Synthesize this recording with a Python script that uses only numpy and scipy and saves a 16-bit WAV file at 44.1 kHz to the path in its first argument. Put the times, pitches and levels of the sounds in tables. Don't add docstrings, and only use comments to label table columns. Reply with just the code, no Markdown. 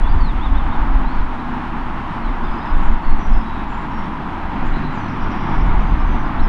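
import sys
import numpy as np
from scipy import signal
from scipy.fft import rfft, irfft
from scipy.io import wavfile
from scipy.ndimage import uniform_filter1d

SR = 44100
rng = np.random.default_rng(int(sys.argv[2]) if len(sys.argv) > 2 else 0)


def boost_factor(decibels):
    exponent = np.asarray(decibels, float) / 20
    return 10 ** exponent


def unload_audio(sound):
    columns = np.transpose(np.atleast_2d(sound))
    steps = np.round(np.clip(columns, -1, 1) * 32767)
    wavfile.write(sys.argv[1], SR, steps.astype(np.int16))


N = 285768

# [start
# t/s, end t/s, first f/Hz, last f/Hz, level/dB]
FAR_WHISTLES = [(2.74, 2.89, 7700, 7720, -73), (2.8, 2.96, 6850, 6850, -72),
                (3.06, 3.145, 4300, 4230, -54.5), (3.29, 3.36, 5680, 5620, -63),
                (3.43, 3.67, 3850, 3820, -52.5), (3.89, 4.08, 5550, 5450, -62.5),
                (4.64, 4.69, 7200, 7180, -69), (4.925, 4.955, 7300, 7250, -68),
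                (4.965, 5.1, 6030, 5850, -61), (5.65, 5.79, 6800, 6780, -69), (5.85, 6.02, 6130, 6100, -68),
                (6.05, 6.19, 6050, 6050, -66), (5.87, 5.92, 4900, 4700, -63), (6.07, 6.11, 4700, 4600, -62)]
# [start t/s, end t/s, first f/Hz, last f/Hz, level/dB]
FAR_WARBLES = [(.22, .36, 8500, 8550, -77), (.2, .36, 6850, 6950, -76), (2.435, 2.5, 5000, 4800, -60),
               (2.5, 2.57, 5050, 4850, -60), (2.575, 2.645, 5120, 4950, -59.5),
               (2.645, 2.72, 5100, 5000, -60), (3.025, 3.07, 4500, 4350, -56),
               (3.185, 3.29, 5900, 5750, -59.5), (3.32, 3.445, 5250, 5050, -58.5),
               (3.67, 3.85, 7150, 7250, -68), (4.725, 4.79, 3950, 4080, -49.5),
               (4.825, 4.89, 3950, 4060, -50.5), (4.88, 4.93, 4000, 3950, -56),
               (5.77, 5.9, 6600, 6750, -72), (6.18, 6.24, 5950, 5900, -64), (6.2, 6.24, 8650, 8650, -77),
               (6.25, 6.295, 4950, 4900, -61)]
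# [start t/s, end t/s, first f/Hz, last f/Hz, level/dB]
FAR_BUZZES = [(2.73, 2.89, 7300, 7250, -70), (4.65, 4.72, 6900, 6400, -65), (4.94, 5.01, 6900, 6300, -66),
              (5.08, 5.13, 5300, 5200, -58), (5.11, 5.21, 5300, 5300, -63), (5.19, 5.28, 5450, 4950, -58),
              (5.3, 5.4, 5300, 5100, -57), (5.39, 5.51, 5300, 5200, -57.5), (5.47, 5.65, 5350, 5300, -58)]
# [start t/s, top t/s, end t/s, top f/Hz, level/dB]
NEAR_ARCHES = [
    (.385, .447, .492, 3800, -43),
    (.538, .578, .635, 3740, -44),
    (.705, .736, .77, 3770, -48),
    (1.37, 1.405, 1.407, 4000, -52),
]
# [start t/s, end t/s, first f/Hz, last f/Hz, level/dB]
NEAR_SLIDES = [(.2, .33, 4600, 3160, -45), (1.035, 1.16, 3550, 4540, -53), (1.15, 1.23, 4540, 3650, -57),
               (2.215, 2.325, 4250, 3350, -54), (2.425, 2.47, 3400, 3650, -51),
               (2.46, 2.505, 3650, 3200, -49), (2.6, 2.64, 3450, 3900, -54), (2.64, 2.69, 3800, 3300, -52),
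               (2.735, 2.755, 3800, 3300, -51), (4.97, 5.005, 4850, 4700, -58), (5, 5.11, 4420, 4000, -58),
               (5.275, 5.322, 5100, 6900, -68), (5.318, 5.35, 7000, 6100, -74),
               (5.6, 5.635, 5100, 5700, -62), (5.795, 5.84, 5200, 6050, -62),
               (5.995, 6.03, 5100, 5400, -59), (6.388, 6.412, 3500, 4300, -46),
               (6.412, 6.465, 5420, 5050, -55)]
# [leap t/s, lead-in t/s, low f/Hz, level/dB]
NEAR_LEAPS = [
    (.078, .048, 3470, -43),
]
# [t/s, third order f/Hz, level/dB]
DRONE_TRACK = [(4.4, 150.2, -46), (4.7, 150.2, -38), (5, 150.2, -35), (5.6, 150.1, -34), (6.2, 150, -35),
               (6.45, 149.8, -42)]
# [multiple of the first order, level/dB]
DRONE_ORDERS = [(1, -2), (2, 1), (3, 0)]
# [f/Hz, level/dB per Hz]
BUFFET_SPECTRUM = [(1, -60), (3, -24), (9, -8), (22, 0), (30, -2), (42, -11), (55, -35), (120, -120)]
# [f/Hz, level/dB per Hz]
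FLUTTER_SPECTRUM = [(15, -89), (30, -23), (46, 7.5), (70, -1), (110, -19), (200, -24), (400, -73),
                    (800, -140)]
# [middle t/s, length t/s, buffet level/dB, flutter level/dB]
GUST_EVENTS = [(0.03, 0.073, -9, -28.5), (0.154, 0.28, -6, -16.5), (.33, 0.3, -15, -21.5),
               (0.539, 0.25, -11.5, -16.5), (0.673, 0.15, -12.5, -23), (0.809, 0.12, -9.5, -23),
               (0.982, 0.29, -8, -18.5), (1.201, .16, -9.5, -25), (1.317, 0.11, -19, -37),
               (1.51, 0.22, -26, -35), (1.832, 0.44, -22, -39), (2.29, 0.17, -13, -35),
               (2.48, 0.25, -16, -32), (2.756, .14, -9.5, -25), (2.891, 0.21, -5, -25),
               (3.127, .18, -5.5, -24.5), (3.33, 0.18, -6, -22), (3.62, 0.6, -23, -34),
               (3.99, .14, -20.5, -38), (4.453, 0.13, -22, -26), (4.706, 0.3, -12.5, -34),
               (4.902, .14, -22, -36), (5.247, 0.17, -17, -28.5), (5.406, 0.16, -20, -32),
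               (5.606, 0.26, -11, -26), (5.76, 0.32, -10, -18), (5.923, 0.12, -13.5, -18.5),
               (6.07, 0.4, -12, -23), (6.256, 0.093, -15.5, -32), (6.434, 0.2, -9, -20.5)]
CALM_LEVELS = -27, -33
# [t/s, f/Hz, level/dB]
FAN_TRACK = [(0, 265, -49.5), (.5, 265, -31.5), (1.4, 249.8, -35), (2.2, 235.5, -38), (3, 220.6, -35),
             (4, 208, -34.5), (4.6, 209, -44), (5.5, 209, -40), (6.48, 205.5, -58)]
# [f/Hz, level/dB per Hz]
JET_SPECTRUM = [(40, -19.5), (70, -2), (170, 0), (240, 3.5), (320, -2), (500, -16.5), (920, 0),
                (2000, -15.5), (3500, -27.5), (4300, -36), (6000, -46), (7500, -53.5), (11000, -56.5),
                (11600, -86)]
JET_BAND_CENTRES = 330, 950, 2200, 9000
# [t/s, gain level/dB]
AIR_CARRY = [(0, -1.5), (.4, -2.5), (.8, 1), (1.2, -1.5), (1.6, -2), (2.2, -1), (2.8, 0.5), (3.3, -2),
             (3.8, -1), (4.4, -1.5), (4.9, -2.5), (5.3, -0.5), (5.7, 0.5), (6.1, -1), (6.48, -1.5)]
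CARRY_SHARES = .6, 1.05, .7
NOSE_ON_TIMES = 4.4, 4.58
NOSE_ON_GAINS = 3.5, 0.95, 2.5


def evened(x):
    return x / np.sqrt(np.mean(x ** 2) + 1e-20)


def read(points, hz):
    f, value = np.transpose(points)
    return np.interp(np.log(hz + 1), np.log(f + 1), value)


def columns(rows):
    s, *rest = np.transpose(rows)
    t = np.arange(s[0], s[-1], 1 / SR)
    return s[0], [np.interp(t, s, c) for c in rest]


def add(mix, s, sound):
    part = mix[round(s * SR):][:len(sound)]
    part += sound[:len(part)]


def wander(size, span_s):
    width = max(int(span_s * SR), 1)
    smooth = uniform_filter1d(rng.standard_normal(size), width)
    return evened(uniform_filter1d(smooth, width))


def coloured(points):
    hz = np.fft.rfftfreq(N, 1 / SR)
    return evened(irfft(rfft(rng.standard_normal(N)) * boost_factor(read(points, hz)), N))


def hedges(x, t60=0.45):
    t = np.arange(SR // 2) / SR
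    echoes = rng.standard_normal(len(t))
    sparse = rng.random(len(t)) < .05
    taps = echoes * sparse * boost_factor(-60 * t / t60)
    return signal.fftconvolve(x, taps / np.linalg.norm(taps))[:N]


def trill(start, end, first_hz, last_hz, depth_hz, db):
    s, (hz,) = columns([(start, first_hz), (end, last_hz)])
    rate_hz = 120 * (1 + .4 * wander(len(hz), .003))
    warble = np.sin(2 * np.pi * np.cumsum(rate_hz) / SR)
    weakening_db = np.linspace(0, -4, len(hz))
    level_db = 3 * wander(len(hz), .006) + weakening_db
    tone = boost_factor(level_db) * np.sin(2 * np.pi * np.cumsum(hz + depth_hz * warble) / SR)
    return s, boost_factor(db) * evened(tone) * signal.windows.tukey(len(hz), .3)


def far_bird():
    song = np.zeros(N)
    for depth_hz, rows in ((65, FAR_WHISTLES), (165, FAR_WARBLES), (520, FAR_BUZZES)):
        for start, end, first_hz, last_hz, db in rows:
            add(song, *trill(start, end, first_hz, last_hz, depth_hz, db))
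    return song


def glide(rows):
    s, (hz, db) = columns(rows)
    smooth_hz = uniform_filter1d(hz, size=300, mode="nearest")
    tone = np.sin(2 * np.pi * np.cumsum(smooth_hz) / SR)
    level = boost_factor(db + 2 * wander(len(hz), .006))
    return s, np.sqrt(2) * level * tone * signal.windows.tukey(len(hz), .15)


def arch(start, top, end, top_hz, db):
    hz_per_s, ends_db = 13500, -6
    return glide([(start, top_hz - hz_per_s * (top - start), db + ends_db),
                  (top, top_hz, db),
                  (end, top_hz - hz_per_s * (end - top), db + ends_db)])


def slide(start, end, first_hz, last_hz, db):
    bow, ends_db, db_per_khz = 1.6, -5, -4
    u = np.linspace(0, 1, 9)
    below = (u if first_hz > last_hz else 1 - u) ** bow
    hz = max(first_hz, last_hz) - abs(first_hz - last_hz) * below
    level = db + ends_db * (2 * u - 1) ** 2 + db_per_khz * (hz - hz.mean()) / 1000
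    return glide(np.transpose([start + (end - start) * u, hz, level]))


def leap(at, lead, low_hz, db):
    leap_s, hold_s, lead_db = .012, .05, -4
    high_hz, high_db = low_hz * 1.365, db - 10
    return glide([(at - lead, .97 * low_hz, db + lead_db),
                  (at, low_hz, db),
                  (at + leap_s, .985 * high_hz, high_db),
                  (at + leap_s + .6 * hold_s, high_hz, high_db),
                  (at + leap_s + hold_s, .965 * high_hz, high_db + lead_db)])


def near_bird():
    song = np.zeros(N)
    for note, rows in ((arch, NEAR_ARCHES), (slide, NEAR_SLIDES), (leap, NEAR_LEAPS)):
        for row in rows:
            add(song, *note(*row))
    return song


def drone(waver_db=1.5):
    s, (hz, db) = columns(DRONE_TRACK)
    turns = np.cumsum(hz / 3) / SR
    tones = np.zeros(len(hz))
    for k, order_db in DRONE_ORDERS:
        level = boost_factor(order_db + waver_db * wander(len(hz), 0.13))
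        tones += level * np.sin(2 * np.pi * (k * turns + rng.random()))
    return s, np.sqrt(2) * boost_factor(db) * tones * signal.windows.tukey(len(hz), .2)


def gusts(size):
    t = np.arange(size) / SR
    power = boost_factor(np.array(CALM_LEVELS))[:, None] ** 2 * np.ones(size)
    for middle, length, *levels_db in GUST_EVENTS:
        swell = np.cos(np.pi * np.clip((t - middle) / length, -.5, .5)) ** 2
        power = power + boost_factor(np.array(levels_db))[:, None] ** 2 * swell
    return 10 * np.log10(power)


def wind():
    db, flutter_db = gusts(N)
    slow_spectrum = [(hz / 1.4, level) for hz, level in BUFFET_SPECTRUM]
    layers = [coloured(BUFFET_SPECTRUM), coloured(FLUTTER_SPECTRUM), coloured(slow_spectrum)]
    quick, flutter, slow = (v / np.sqrt(uniform_filter1d(v ** 2, size=2000) + 0.1) for v in layers)
    share = np.interp(uniform_filter1d(flutter_db, size=4000), (-28, -23), (0, np.pi / 2))
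    buffet = np.sin(share) * quick + np.cos(share) * slow
    buffet = buffet - uniform_filter1d(buffet, size=12000)
    t = np.arange(N) / SR
    edge_db = -15 * np.exp(-t / .006) - 7 * np.exp((t - t[-1]) / .006)
    return 0, boost_factor(edge_db) * (boost_factor(db) * buffet + boost_factor(flutter_db) * flutter)


def moan(width_hz=14):
    s, (hz, db) = columns(FAN_TRACK)
    turn = np.exp(2j * np.pi * np.cumsum(hz) / SR)
    r = np.exp(-np.pi * width_hz / SR)
    noise = rng.standard_normal(len(hz)) / turn
    slow = signal.lfilter([(1 - r) ** 2], [1, -2 * r, r * r], noise)
    return s, boost_factor(db) * evened((slow * turn).real)


def jets(patchy_db=0.44, swell_db=0.63):
    frames, hz = N // 256 + 5, np.fft.rfftfreq(1024, 1 / SR)
    starts = np.arange(frames) * 256
    t = starts / SR
    carry_db = np.interp(t, *np.transpose(AIR_CARRY))
    facing = np.interp(t, NOSE_ON_TIMES, (0, 1))
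    changes = np.outer(CARRY_SHARES, carry_db) + np.outer(NOSE_ON_GAINS, facing - facing.mean())
    shares = np.array([read(list(zip(JET_BAND_CENTRES, row)), hz) for row in np.eye(3, 4)])
    a, b, patches = rng.standard_normal((frames, 513, 3)).T
    patches = uniform_filter1d(patches, size=8, axis=0)
    patches = evened(uniform_filter1d(patches, size=50, axis=1))
    swell = wander(N, .04)[np.minimum(starts, N - 1)]
    field_db = read(JET_SPECTRUM, hz)[:, None] + shares.T @ changes
    field_db = field_db + patchy_db * patches + swell_db * swell
    noise = signal.istft((a + 1j * b) * boost_factor(field_db), nperseg=1024, noverlap=768)[1][:N]
    return boost_factor(-25) * evened(noise)


def scene():
    mix = jets()
    for part in (moan(), drone(), wind()):
        add(mix, *part)
    near = near_bird()
    far = far_bird()
    mix += near + boost_factor(-11) * hedges(near) + far + boost_factor(-5) * hedges(far)
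    return mix[None]


def top_cut(x):
    return signal.sosfilt(signal.butter(12, 11047, fs=SR, output="sos"), x)


def record(dry):
    mix = np.clip(dry, -1, 1)
    return top_cut(mix)


dry = scene()
out = record(dry)
unload_audio(out)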